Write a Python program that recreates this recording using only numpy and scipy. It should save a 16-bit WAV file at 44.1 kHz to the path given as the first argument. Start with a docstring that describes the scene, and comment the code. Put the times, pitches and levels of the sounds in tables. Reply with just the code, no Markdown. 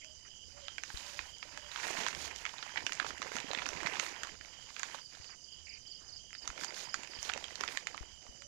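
"""Insects sing on all sides of a plank porch; a far bird hoots at the start and once more at the end.
Dry potting soil then slides out of a thin plastic bag into a clay pot: clods, crumbs and dust are
clouds of small rings and hiss, and the bag snaps and crackles in the hands as folds buckle.
A near cricket chirps as the hands go quiet, then again as the pouring resumes. Only the right
microphone port is open: the blocked left one gives a dull noise hush with soft, damped bumps."""
import sys
import numpy as np
from scipy import signal
from scipy.fft import rfft, irfft, next_fast_len
from scipy.io import wavfile
from scipy.ndimage import map_coordinates

SR = 44100
rng = np.random.default_rng(int(sys.argv[2]) if len(sys.argv) > 2 else 0)


def volts_from_decibels(level):
    """Turn decibel levels (scalar or array-like) into linear amplitude factors."""
    exponent = np.asarray(level, float) / 20
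    return 10 ** exponent


def file_out(sig):
    """Save sig as 16-bit WAV at sys.argv[1]."""
    # one column per channel
    cols = np.atleast_2d(sig).T
    # limit, then scale
    lim = np.clip(cols, -1, 1)
    pcm = np.round(lim * 32767).astype(np.int16)
    wavfile.write(sys.argv[1], SR, pcm)


N = 373527


def unit(x):
    """Scale to an rms of 1."""
    return x / np.sqrt(np.mean(x ** 2) + 1e-20)


def along(points, hz):
    """Read a curve of (hz, value) points on a log frequency axis."""
    f, v = np.transpose(points)
    return np.interp(np.log(hz + 1), np.log(f + 1), v)


def curves(rows):
    """One value per sample for each column after the time."""
    s, *cols = np.transpose(rows)
    return [np.interp(np.arange(N) / SR, s, c) for c in cols]


def wobble(rate):
    """A smooth random curve with rate knots a second, 190 at most."""
    knots = rng.standard_normal(int(N * 200 / SR))
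    return map_coordinates(knots, [np.arange(N) * min(rate, 190) / SR])


def filtered(x, gain):
    """Multiply the spectrum of x by a gain that depends on frequency."""
    m = next_fast_len(N + 8192)
    return irfft(rfft(x, m) * gain(np.fft.rfftfreq(m, 1 / SR)), m)[:N]


def coloured(x, spectrum):
    """Shape x by a dB curve, then bring it to an rms of 1."""
    return unit(filtered(x, lambda hz: volts_from_decibels(along(spectrum, hz))))


def band(hz, width_hz):
    """Narrow noise of rms 1."""
    return unit(filtered(rng.standard_normal(N), lambda f: 1 / (1 + (2 * (f - hz) / width_hz) ** 4)))


def scatter(s, wave):
    """Add row k of wave at time s[k]."""
    at = np.round(s * SR).astype(int)[:, None] + np.arange(wave.shape[1])
    return np.bincount(at.ravel(), wave.ravel(), N + wave.shape[1])[:N]


def rings(s, db, hz, cycles, size=440):
    """One damped sine per row, dying by 60 dB in so many cycles."""
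    t = np.arange(size) / SR
    decay = volts_from_decibels(db[:, None] - 60 * t * hz[:, None] / cycles)
    return scatter(s, decay * np.sin(2 * np.pi * hz[:, None] * t))


def cracks(s, db, t60, size=700):
    """One ragged, dying burst of noise per row."""
    t = np.arange(size) / SR
    envelope = volts_from_decibels(db[:, None] - 60 * t / t60) * (1 - np.exp(-t / 0.00012))
    return scatter(s, envelope * rng.standard_normal((len(s), size)))


def grains(hz, spread, cycles, scatter_db, hiss, count, size):
    """Countless small impacts of unequal size over a bed of hiss, clumping at random."""
    s = rng.random(count) * N / SR
    strength, pitch = rng.standard_normal((2, count))
    grain_hz = np.clip(hz * np.exp(spread * pitch), 100, 15000)
    hits = rings(s, scatter_db * np.minimum(strength, 2.6), grain_hz, cycles, size)
    return (unit(hits) + hiss * rng.standard_normal(N)) * volts_from_decibels(1.6 * wobble(22))


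def by_chance(level_db, over_db, hz, spread, scatter_db, count):
    """Events at random moments, their strength following the movement then: (s, dB, Hz)."""
    s = rng.random(count) * (N / SR)
    size, pitch = rng.standard_normal((2, count))
    db = level_db[(s * SR).astype(int)] + over_db + scatter_db * size
    return s, db, hz * np.exp(spread * pitch)


def blocked_port():
    """Each push sucks the trapped air in fast; it swings back slowly, with a small ripple, over a hush."""
    # pushes on the blocked port: start_s, level_db, swing_hz
    pushes = [(0.943, -33, 45), (1.195, -42.5, 45.3), (2.84, -39, 108), (5.2, -41, 71.6),
              (6.493, -38.5, 41), (7.187, -41.5, 53.4), (8.009, -33, 46), (8.291, -41.5, 45)]
    # the port's own noise: frequency_hz, relative_level_db
    hush_colour = [(20, 7), (40, -3), (80, -9), (160, -8), (400, -13.5), (800, -19), (2000, -25),
                   (4000, -26), (7000, -42), (9000, -69), (15000, -73)]
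    s, db, hz = np.transpose(pushes)
    t = np.arange(SR // 8) / SR
    turns = hz[:, None] * t
    swing = -np.sin(2 * np.pi * turns + 0.74) * volts_from_decibels(-60 * turns / 4.2) * (1 - np.exp(-(t / 0.0008) ** 2))
    ripple = -.25 * np.sin(2 * np.pi * 330 * t) * volts_from_decibels(-60 * t / 0.018) * (1 - np.exp(-t / 0.00081))
    bumps = scatter(s, volts_from_decibels(db[:, None]) * (swing + ripple))
    hush = volts_from_decibels(-72 + wobble(2.43)) * coloured(rng.standard_normal(N), hush_colour)
    return bumps + hush


def air():
    """Outdoor murmur: an unsteady low rumble of narrow noise over a steady, mostly low bed."""
    # slow course of the rumble: time_s, level_db
    rumble = [(0, -58.5), (.62, -65), (.9, -51), (1.2, -64), (2.1, -58.5), (3.2, -64.5), (4.3, -61.5),
              (4.8, -68), (6.2, -59), (6.9, -66), (8.47, -64)]
    # colour of the bed: frequency_hz, relative_level_db
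    bed_colour = [(20, 2.5), (60, -24), (110, -2), (250, -13.5), (600, -20), (1500, -39), (2500, -40),
                  (4000, -97), (9000, -10.5), (16000, -32)]
    low = volts_from_decibels(curves(rumble)[0] + 4.7 * wobble(5.0)) * band(66.0, 51)
    return low + volts_from_decibels(-59.5) * coloured(rng.standard_normal(N), bed_colour)


def far_chorus():
    """Many far insects blend into sustained narrow bands of noise that flicker slightly."""
    # bands of the chorus: center_hz, width_hz, level_db
    chorus = [(2985, 240, -67), (4917, 700, -63.5), (6066, 830, -66), (6760, 210, -71.5),
              (7340, 620, -68.5)]
    return sum(volts_from_decibels(db + 0.46 * wobble(2.78) + 1.87 * wobble(40)) * band(hz, w) for hz, w, db in chorus)


def slow_buzzer():
    """A low insect buzzes in slow beats: flat-topped swells of rough narrow noise."""
    # beat of the buzzer: time_s, buzzes_so_far
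    beat = [(.06, 0), (1.98, 6), (3.05, 9), (3.88, 11), (4.95, 14), (5.55, 15), (5.93, 16), (6.6, 18),
            (8.12, 23)]
    # loudness of the buzzer: time_s, level_db
    loudness = [(0, -63), (.6, -56.5), (1.1, -60.5), (2, -58.5), (4.2, -59), (4.9, -60.5), (6.3, -61),
                (7.2, -60), (7.7, -66), (8.12, -63)]
    beat_s, so_far = np.transpose(beat)
    centers_s = np.interp(np.arange(so_far[-1] + 1), so_far, beat_s)
    t = np.arange(N) / SR
    swell = sum(np.exp(-((t - s) / 0.09) ** 4) for s in centers_s)
    return volts_from_decibels(curves(loudness)[0]) * swell * volts_from_decibels(1.33 * wobble(70)) * band(3074, 430)


def fast_ticker():
    """A high insect ticks fast: narrow noise in short pulses, one for each count of its beat."""
    # beat of the ticker: time_s, pulses_so_far
    beat = [(.06, 0), (4.215, 40), (6.419, 61), (8.256, 79), (8.457, 81)]
    pulses = np.sin(np.pi * (curves(beat)[0] + .5)) ** 6
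    return volts_from_decibels(-67) * pulses * band(7110, 260)


def bird():
    """Soft hoots: sines that waver a little in pitch, each with a catch midway."""
    # hoots: start_s, length_s, pitch_hz, level_db
    hoots = [(0.023, 0.13, 622, -60), (0.531, 0.17, 569, -53), (1.019, 0.21, 577, -55),
             (1.523, 0.19, 586, -55.5), (8.388, 0.11, 570, -58.5)]
    t = np.arange(N) / SR
    waver = wobble(38)  # radians of phase

    def shape(u):
        catch = 1 - 0.97 * np.exp(-((u - .48) / 0.073) ** 2)
        return np.sin(np.pi * np.clip(u, 0, 1)) * catch

    return sum(volts_from_decibels(db) * shape((t - s) / length) * np.sin(2 * np.pi * hz * t + waver)
               for s, length, hz, db in hoots)


def near_cricket():
    """Three strokes a chirp, each falling in pitch as the scraper catches tooth by tooth."""
    # phrases: first_chirp_s, gap_s, first_level_db, gain_per_chirp_db
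    phrases = [(5.007, .2146, -53.5, 0.83), (6.339, .2553, -49, 0)]
    # chirps in each phrase: count
    chirp_counts = [6, 4]
    u = np.arange(SR // 30) / SR
    glide = 2 * np.pi * np.cumsum(5180 - 36000 * u) / SR
    teeth = 1 + 0.45 * np.sin(2 * np.pi * 195 * u)
    stroke = np.sin(np.pi * np.clip(u / 0.02, 0, 1)) ** 0.17 * teeth * np.sin(glide)
    starts = np.zeros(N)
    for (first_s, gap_s, first_db, gain_db), many in zip(phrases, chirp_counts):
        for n in range(many):
            for k, lift_db in enumerate([-1.5, .3, .3]):
                at = round((first_s + gap_s * n + .041 * k) * SR)
                starts[at] = volts_from_decibels(first_db + gain_db * n + lift_db + rng.normal(0, 1.0))
    return volts_from_decibels(2.9 * wobble(180)) * signal.fftconvolve(starts, stroke)[:N]


def hands():
    """Soil shifting in the bag and falling in the pot, in dB: every move rises, holds and settles."""
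    # moves of the hands: start_s, length_s, shifting_in_bag_db, falling_or_pressed_in_pot_db
    moves = [(0.495, 0.95, -65.5, -73), (0.966, 0.34, -55, -67.5), (1.425, 0.31, -56.5, -65.5),
             (1.71, 0.16, -47.5, -78), (1.824, 0.3, -43.5, -49), (2.118, 0.25, -50, -53.5),
             (2.391, 0.33, -50.5, -62), (2.739, 0.58, -51, -55.5), (3.318, 0.12, -46.5, -48.5),
             (3.466, 0.44, -48.5, -50.5), (3.798, 0.35, -45, -50.5), (4.136, 0.21, -54, -56),
             (4.39, 0.25, -61.5, -66), (4.671, 0.044, -56, -75), (4.766, 0.24, -53.5, -59.5),
             (5.108, 0.19, -64, -69.5), (6.432, 0.1, -55, -59.5), (6.556, 0.29, -52, -55.5),
             (6.833, 0.37, -54, -58.5), (7.231, 0.19, -51, -55.5), (7.387, 0.3, -55.5, -61),
             (7.582, 0.18, -48.5, -55), (7.783, 0.27, -59, -61), (8.08, 0.066, -63, -73),
             (8.2, 0.19, -69, -65)]
    rise_s, settle_s = 0.022, 0.034
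    rest_db = [[-74.5], [-73]]  # shifting and falling with the hands nearly still
    t = np.arange(N) / SR
    power = volts_from_decibels(rest_db) ** 2 * np.ones(N)
    for s, length, *db in moves:
        held = (1 + np.tanh((t - s) / rise_s)) * (1 - np.tanh((t - s - length) / settle_s)) / 4
        power = power + (volts_from_decibels(db)[:, None] * held) ** 2
    return 10 * np.log10(power)


def finger_scuffs():
    """Fingers brush soil and rim: short bands of noise, roughened as skin sticks and slips."""
    # scuffs: start_s, length_s, center_hz, width_hz, level_db
    scuffs = [(0.014, 0.029, 2240, 705, -55.5), (0.25, 0.04, 1870, 1510, -61),
              (0.567, 0.046, 1480, 1800, -62), (5.29, 0.065, 1870, 2130, -60.5),
              (5.665, 0.12, 2390, 850, -57), (6.008, 0.041, 1440, 900, -63),
              (6.037, 0.13, 1180, 1320, -67.5)]
    t = np.arange(N) / SR
    brushes = np.zeros(N)
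    for s, length, hz, width_hz, db in scuffs:
        envelope = np.sin(np.pi * np.clip((t - s) / length, 0, 1) ** 0.44) ** 0.22
        brushes += volts_from_decibels(db) * envelope * band(hz, width_hz)
    return volts_from_decibels(2.5 * wobble(140)) * brushes


def clod_thuds(fall_db):
    """Big clods, and small ones by chance, land in the pot: two damped modes a blow."""
    # big clods landing: start_s, level_db, pitch_hz
    big = [(1.852, -38, 607), (1.869, -34, 710), (1.905, -34, 640), (1.952, -35, 710), (1.988, -36, 710),
           (3.259, -37.5, 520), (3.352, -38.5, 247), (3.444, -37.5, 280), (3.506, -31.5, 564),
           (3.754, -40, 166), (3.827, -37.5, 324), (3.924, -39, 440), (7.361, -34.5, 560)]
    small = by_chance(fall_db, -2.5, 430, spread=0.49, scatter_db=5.0, count=50)
    s, db, hz = np.hstack([np.transpose(big), small])
    low_mode = rings(s, db, hz, cycles=17.0, size=2000)
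    high_mode = rings(s, db - 0.5, 1.45 * hz, cycles=7.2, size=1000)
    return low_mode + high_mode


def sliding_load(shift_db, fall_db):
    """Clods tumble, crumbs merge into a rush when hurried, film crackles and dust hisses, all in jerks."""
    # colours of the four grain clouds: frequency_hz, relative_level_db
    clod_colour = [(90, -10), (200, -4.5), (420, -1.5), (750, -1), (1100, -20), (2000, -56)]
    crumb_colour = [(500, -23), (950, -0.5), (1200, -9.5), (1900, -1.5), (2800, -4), (4000, -47),
                    (8000, -8.5)]
    film_colour = [(1800, 1.5), (3000, 0.5), (4000, 2.5), (5500, 3.5), (7000, 4.5), (9000, -12),
                   (12000, -29)]
    dust_colour = [(5000, -76), (8000, -4), (10000, 3), (13000, 4.5), (16000, 8.5)]
    # the bag sliding through fingers and over planks: middle_s, length_s, dust_level_db
    slides = [(1.06, 0.45, -38.5), (1.934, 0.43, -34), (2.235, 0.1, -33.5), (2.395, 0.09, -39.5),
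              (3.082, 0.045, -34.5), (3.361, 0.069, -36), (4.048, 0.13, -34), (4.865, 0.34, -44.5),
              (6.631, 0.066, -34.5), (6.801, 0.11, -33), (7.257, 0.11, -34.5), (7.727, 0.14, -39)]
    over_brisk_db = shift_db + 50  # relative to a brisk shifting at -50 dB
    t = np.arange(N) / SR
    slide = sum(volts_from_decibels(db) * np.exp(-np.abs(2 * (t - s) / length) ** 3) for s, length, db in slides)
    jerks = volts_from_decibels(.5 * wobble(16) + 1.3 * wobble(90))  # the load slips and catches
    rush = 1.1 * volts_from_decibels(.6 * np.clip(over_brisk_db, 0, 9))
    clods = grains(520, spread=0.58, cycles=7.3, scatter_db=4.5, hiss=4.0, count=1000, size=600)
    crumbs = grains(1930, spread=0.481, cycles=8, scatter_db=4.2, hiss=rush, count=6000, size=200)
    film = grains(4030, spread=0.36, cycles=10.5, scatter_db=3.0, hiss=2.05, count=5000, size=150)
    dust = grains(8200, spread=0.11, cycles=7.1, scatter_db=1.5, hiss=1.54, count=5000, size=80)
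    # film and dust grow about half as fast in dB as the shifting; slides add to both
    film_gain = np.hypot(volts_from_decibels(-56 + 0.56 * over_brisk_db), volts_from_decibels(-14) * slide)
    dust_gain = np.hypot(volts_from_decibels(-45 + 0.57 * over_brisk_db), slide)
    load = volts_from_decibels(fall_db) * coloured(clods, clod_colour)
    load += volts_from_decibels(shift_db) * coloured(crumbs, crumb_colour)
    load += film_gain * coloured(film, film_colour)
    load += dust_gain * coloured(dust, dust_colour)
    return jerks * load


def bag_snaps(shift_db):
    """Each buckling fold lets go at once, rings its panel, cracks, stirs two neighbours, spits an edge."""
    # loud folds of the film: start_s, level_db, main_ring_hz, edge_relative_db
    loud_folds = [(0.046, -42.5, 2500, 2.5), (0.6826, -31.5, 3100, -5.5), (0.782, -31, 2260, -5),
                  (0.836, -29.5, 1780, -2), (0.9024, -36, 1640, -22), (0.973, -33, 3980, -6),
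                  (1.1913, -26.5, 1860, -33), (1.384, -54.5, 3870, 14), (1.4277, -28, 2320, -26),
                  (1.5749, -32.5, 1700, 1.5), (1.76, -27.5, 1430, -36), (1.846, -31, 890, -26),
                  (1.879, -36.5, 1970, 13), (1.972, -28.5, 1940, -21), (2.065, -23.5, 1730, -8),
                  (2.0841, -26.5, 1500, 2.5), (2.129, -34, 1620, -17), (2.149, -28.5, 2150, -3),
                  (2.361, -39.5, 2980, 8.5), (2.4529, -24, 2100, -12), (2.4638, -31, 2170, -11),
                  (2.583, -36.5, 3800, -13), (2.627, -27.5, 1480, -27), (2.665, -36.5, 1030, -15),
                  (2.694, -39, 1400, -15), (2.759, -28.5, 1930, -25), (2.7712, -32, 2190, -30),
                  (2.7742, -23, 2090, -35), (2.7782, -27.5, 1450, -30), (2.806, -36, 1880, -15),
                  (2.8658, -21.5, 2720, -3), (2.894, -33, 1500, -13), (2.9217, -24.5, 1960, -3.5),
                  (2.932, -36.5, 2100, 12.5), (2.952, -44, 2000, 8), (2.999, -18, 1590, -16),
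                  (3.027, -31, 1590, -23), (3.046, -29, 824, -20), (3.065, -27, 1500, -12),
                  (3.106, -30.5, 1360, -17), (3.2187, -25.5, 1230, -7), (3.227, -31.5, 1970, -3),
                  (3.329, -40, 1590, -15), (3.356, -31.5, 2030, 1), (3.3663, -26.5, 1450, -5),
                  (3.402, -29, 2030, -2.5), (3.443, -51, 2570, -20), (3.467, -35.5, 2670, -15),
                  (3.5138, -30, 4000, -15), (3.5333, -27.5, 930, 0), (3.5487, -23.5, 2160, -26),
                  (3.575, -31, 2540, -20), (3.587, -27.5, 2070, -11), (3.62, -27.5, 1320, -30),
                  (3.627, -32, 1500, -10), (3.658, -29, 2550, -13), (3.664, -26.5, 1590, 1),
                  (3.689, -27.5, 1330, 2.5), (3.705, -37, 1230, -15), (3.733, -34, 2150, -5),
                  (3.804, -30, 1960, -17), (3.832, -29, 1010, -5.5), (3.862, -23.5, 2070, -29),
                  (3.8702, -23.5, 2160, -10), (3.956, -29, 1800, -15), (3.9686, -29.5, 2420, -25),
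                  (3.9976, -20.5, 2130, -2), (4.035, -33, 2530, -19), (4.064, -30.5, 1880, -10),
                  (4.2336, -28.5, 1560, 3), (4.2482, -34, 1450, -5), (4.271, -35, 1390, -3),
                  (4.352, -44, 1510, -23), (4.411, -39, 1800, -18), (4.448, -42, 2210, -15),
                  (4.458, -46, 1460, 3), (4.705, -43, 990, -10), (4.765, -34.5, 2500, -8),
                  (4.795, -35.5, 2480, 7), (4.798, -35.5, 1620, -4), (4.832, -25.5, 1510, -4),
                  (4.946, -32, 900, -19), (5.126, -47, 1800, -20), (5.152, -46, 4030, -25),
                  (5.172, -48, 900, -25), (5.193, -49, 2200, -5), (5.244, -46, 2980, 3),
                  (5.296, -47.5, 1060, -12), (6.306, -47, 1770, -16), (6.33, -39, 2130, -4),
                  (6.3508, -36.5, 1850, -15), (6.4765, -28, 1250, 0.5), (6.502, -34, 1250, -6),
                  (6.5782, -34.5, 2170, -4), (6.612, -35, 1500, -2), (6.636, -32.5, 1600, 0.5),
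                  (6.646, -33, 1150, 3), (6.683, -44, 2140, -15), (6.707, -37, 1990, -8),
                  (6.724, -42, 1490, -13), (6.9423, -22.5, 1425, -2.5), (7.034, -36.5, 2840, 2.5),
                  (7.074, -41, 2540, 2), (7.151, -42, 3160, -12), (7.189, -40, 2940, -12),
                  (7.229, -35.5, 1220, 7.5), (7.25, -37.5, 3470, 6), (7.284, -51, 1600, -20),
                  (7.293, -27, 2800, -10), (7.297, -23.5, 1380, -12), (7.318, -35, 2880, -22),
                  (7.3366, -27.5, 2570, -3), (7.365, -37, 1980, -18), (7.3758, -31, 910, 0),
                  (7.4416, -29, 3200, -6), (7.507, -40.5, 925, -15), (7.556, -33.5, 4400, 1),
                  (7.609, -27, 1090, 3), (7.6367, -23.5, 1240, -11), (7.648, -50, 3900, 10),
                  (7.678, -29, 2080, -20), (7.687, -33, 2500, -13), (7.7729, -22, 1890, -6),
                  (7.8707, -25, 2060, -3.5), (7.945, -32.5, 920, -20), (7.971, -43, 1480, 5),
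                  (7.978, -33.5, 2200, -20), (8.266, -45, 900, -20), (8.421, -42, 2080, -2)]
    small = by_chance(shift_db, 9.5, 2250, spread=0.38, scatter_db=3.5, count=140)
    small_edge_db = rng.normal(-12, 5, len(small[0]))
    s, db, hz, edge_db = np.hstack([np.transpose(loud_folds), [*small, small_edge_db]])
    t = np.arange(440) / SR
    # the crease lets go; the panel is still in a few milliseconds
    release = (1 - np.exp(-t / 0.00012)) * np.exp(-t / 0.0009)
    main = scatter(s, -volts_from_decibels(db[:, None] + 4.0) * release * np.sin(2 * np.pi * hz[:, None] * t))
    neighbours = np.zeros(N)
    for ratio in [.7, 1.5]:
        strength, pitch = rng.standard_normal((2, len(s)))
        neighbours += rings(s, db - 10.0 + 2 * strength, hz * ratio * np.exp(0.23 * pitch), cycles=23)
    crack = filtered(cracks(s, db + 1.5, t60=0.019),
                     lambda f: 1 / (1 + (700 / (f + 1)) ** 3 + (f / 4200) ** 4))
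    edge = filtered(cracks(s, db + edge_db + 11.5, t60=0.005),
                    lambda f: 1 / (1 + (5200 / (f + 1)) ** 6 + (f / 15000) ** 2))
    return main + neighbours + crack + edge


def porch(x):
    """Planks and walls answer with a decaying noise tail, drawn anew every third of a second."""
    # decay of the porch: frequency_hz, t60_s
    decay = [(300, 0.06), (2000, 0.12), (8000, 0.2)]
    out, step = np.zeros(N + SR), SR // 3
    for start in range(0, N, step):
        hz, t, z = signal.stft(rng.standard_normal(SR // 4), SR, nperseg=256)
        dying = z * volts_from_decibels(-60 * t / along(decay, hz)[:, None])
        tail = signal.istft(dying, SR, nperseg=256)[1]
        wet = signal.fftconvolve(x[start:start + step], tail / np.linalg.norm(tail))
        out[start + 60:][:len(wet)] += wet  # 60 samples of delay
    return out[:N]


def scene():
    """Left: the blocked port. 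Right: bag, soil and cricket up close, with insects, bird and air behind."""
    far = far_chorus() + slow_buzzer() + fast_ticker() + bird() + air()
    cricket = near_cricket()
    shift_db, fall_db = hands()
    soil = sliding_load(shift_db, fall_db) + clod_thuds(fall_db) + finger_scuffs()
    folds = bag_snaps(shift_db)
    echo = porch(volts_from_decibels(-8.0) * folds + volts_from_decibels(-4.5) * cricket)
    return np.array([blocked_port(), folds + soil + cricket + echo + far])


def low_pass(x):
    """Removes everything above the highest recorded frequency."""
    return signal.sosfilt(signal.butter(12, 16400, fs=SR, output="sos"), x)


def record(dry):
    """The open port lifts the tone around 7 kHz and loses the top treble."""
    # response of the open port: frequency_hz, gain_db
    response = [(20, -4), (7000, 7), (8300, -10), (10500, -20), (15300, -27), (15700, -61), (18000, -62)]
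    open_port = filtered(dry[1], lambda hz: volts_from_decibels(along(response, hz)))
    mix = np.array([dry[0], open_port])
    return low_pass(mix)


dry = scene()
out = record(dry)
file_out(out)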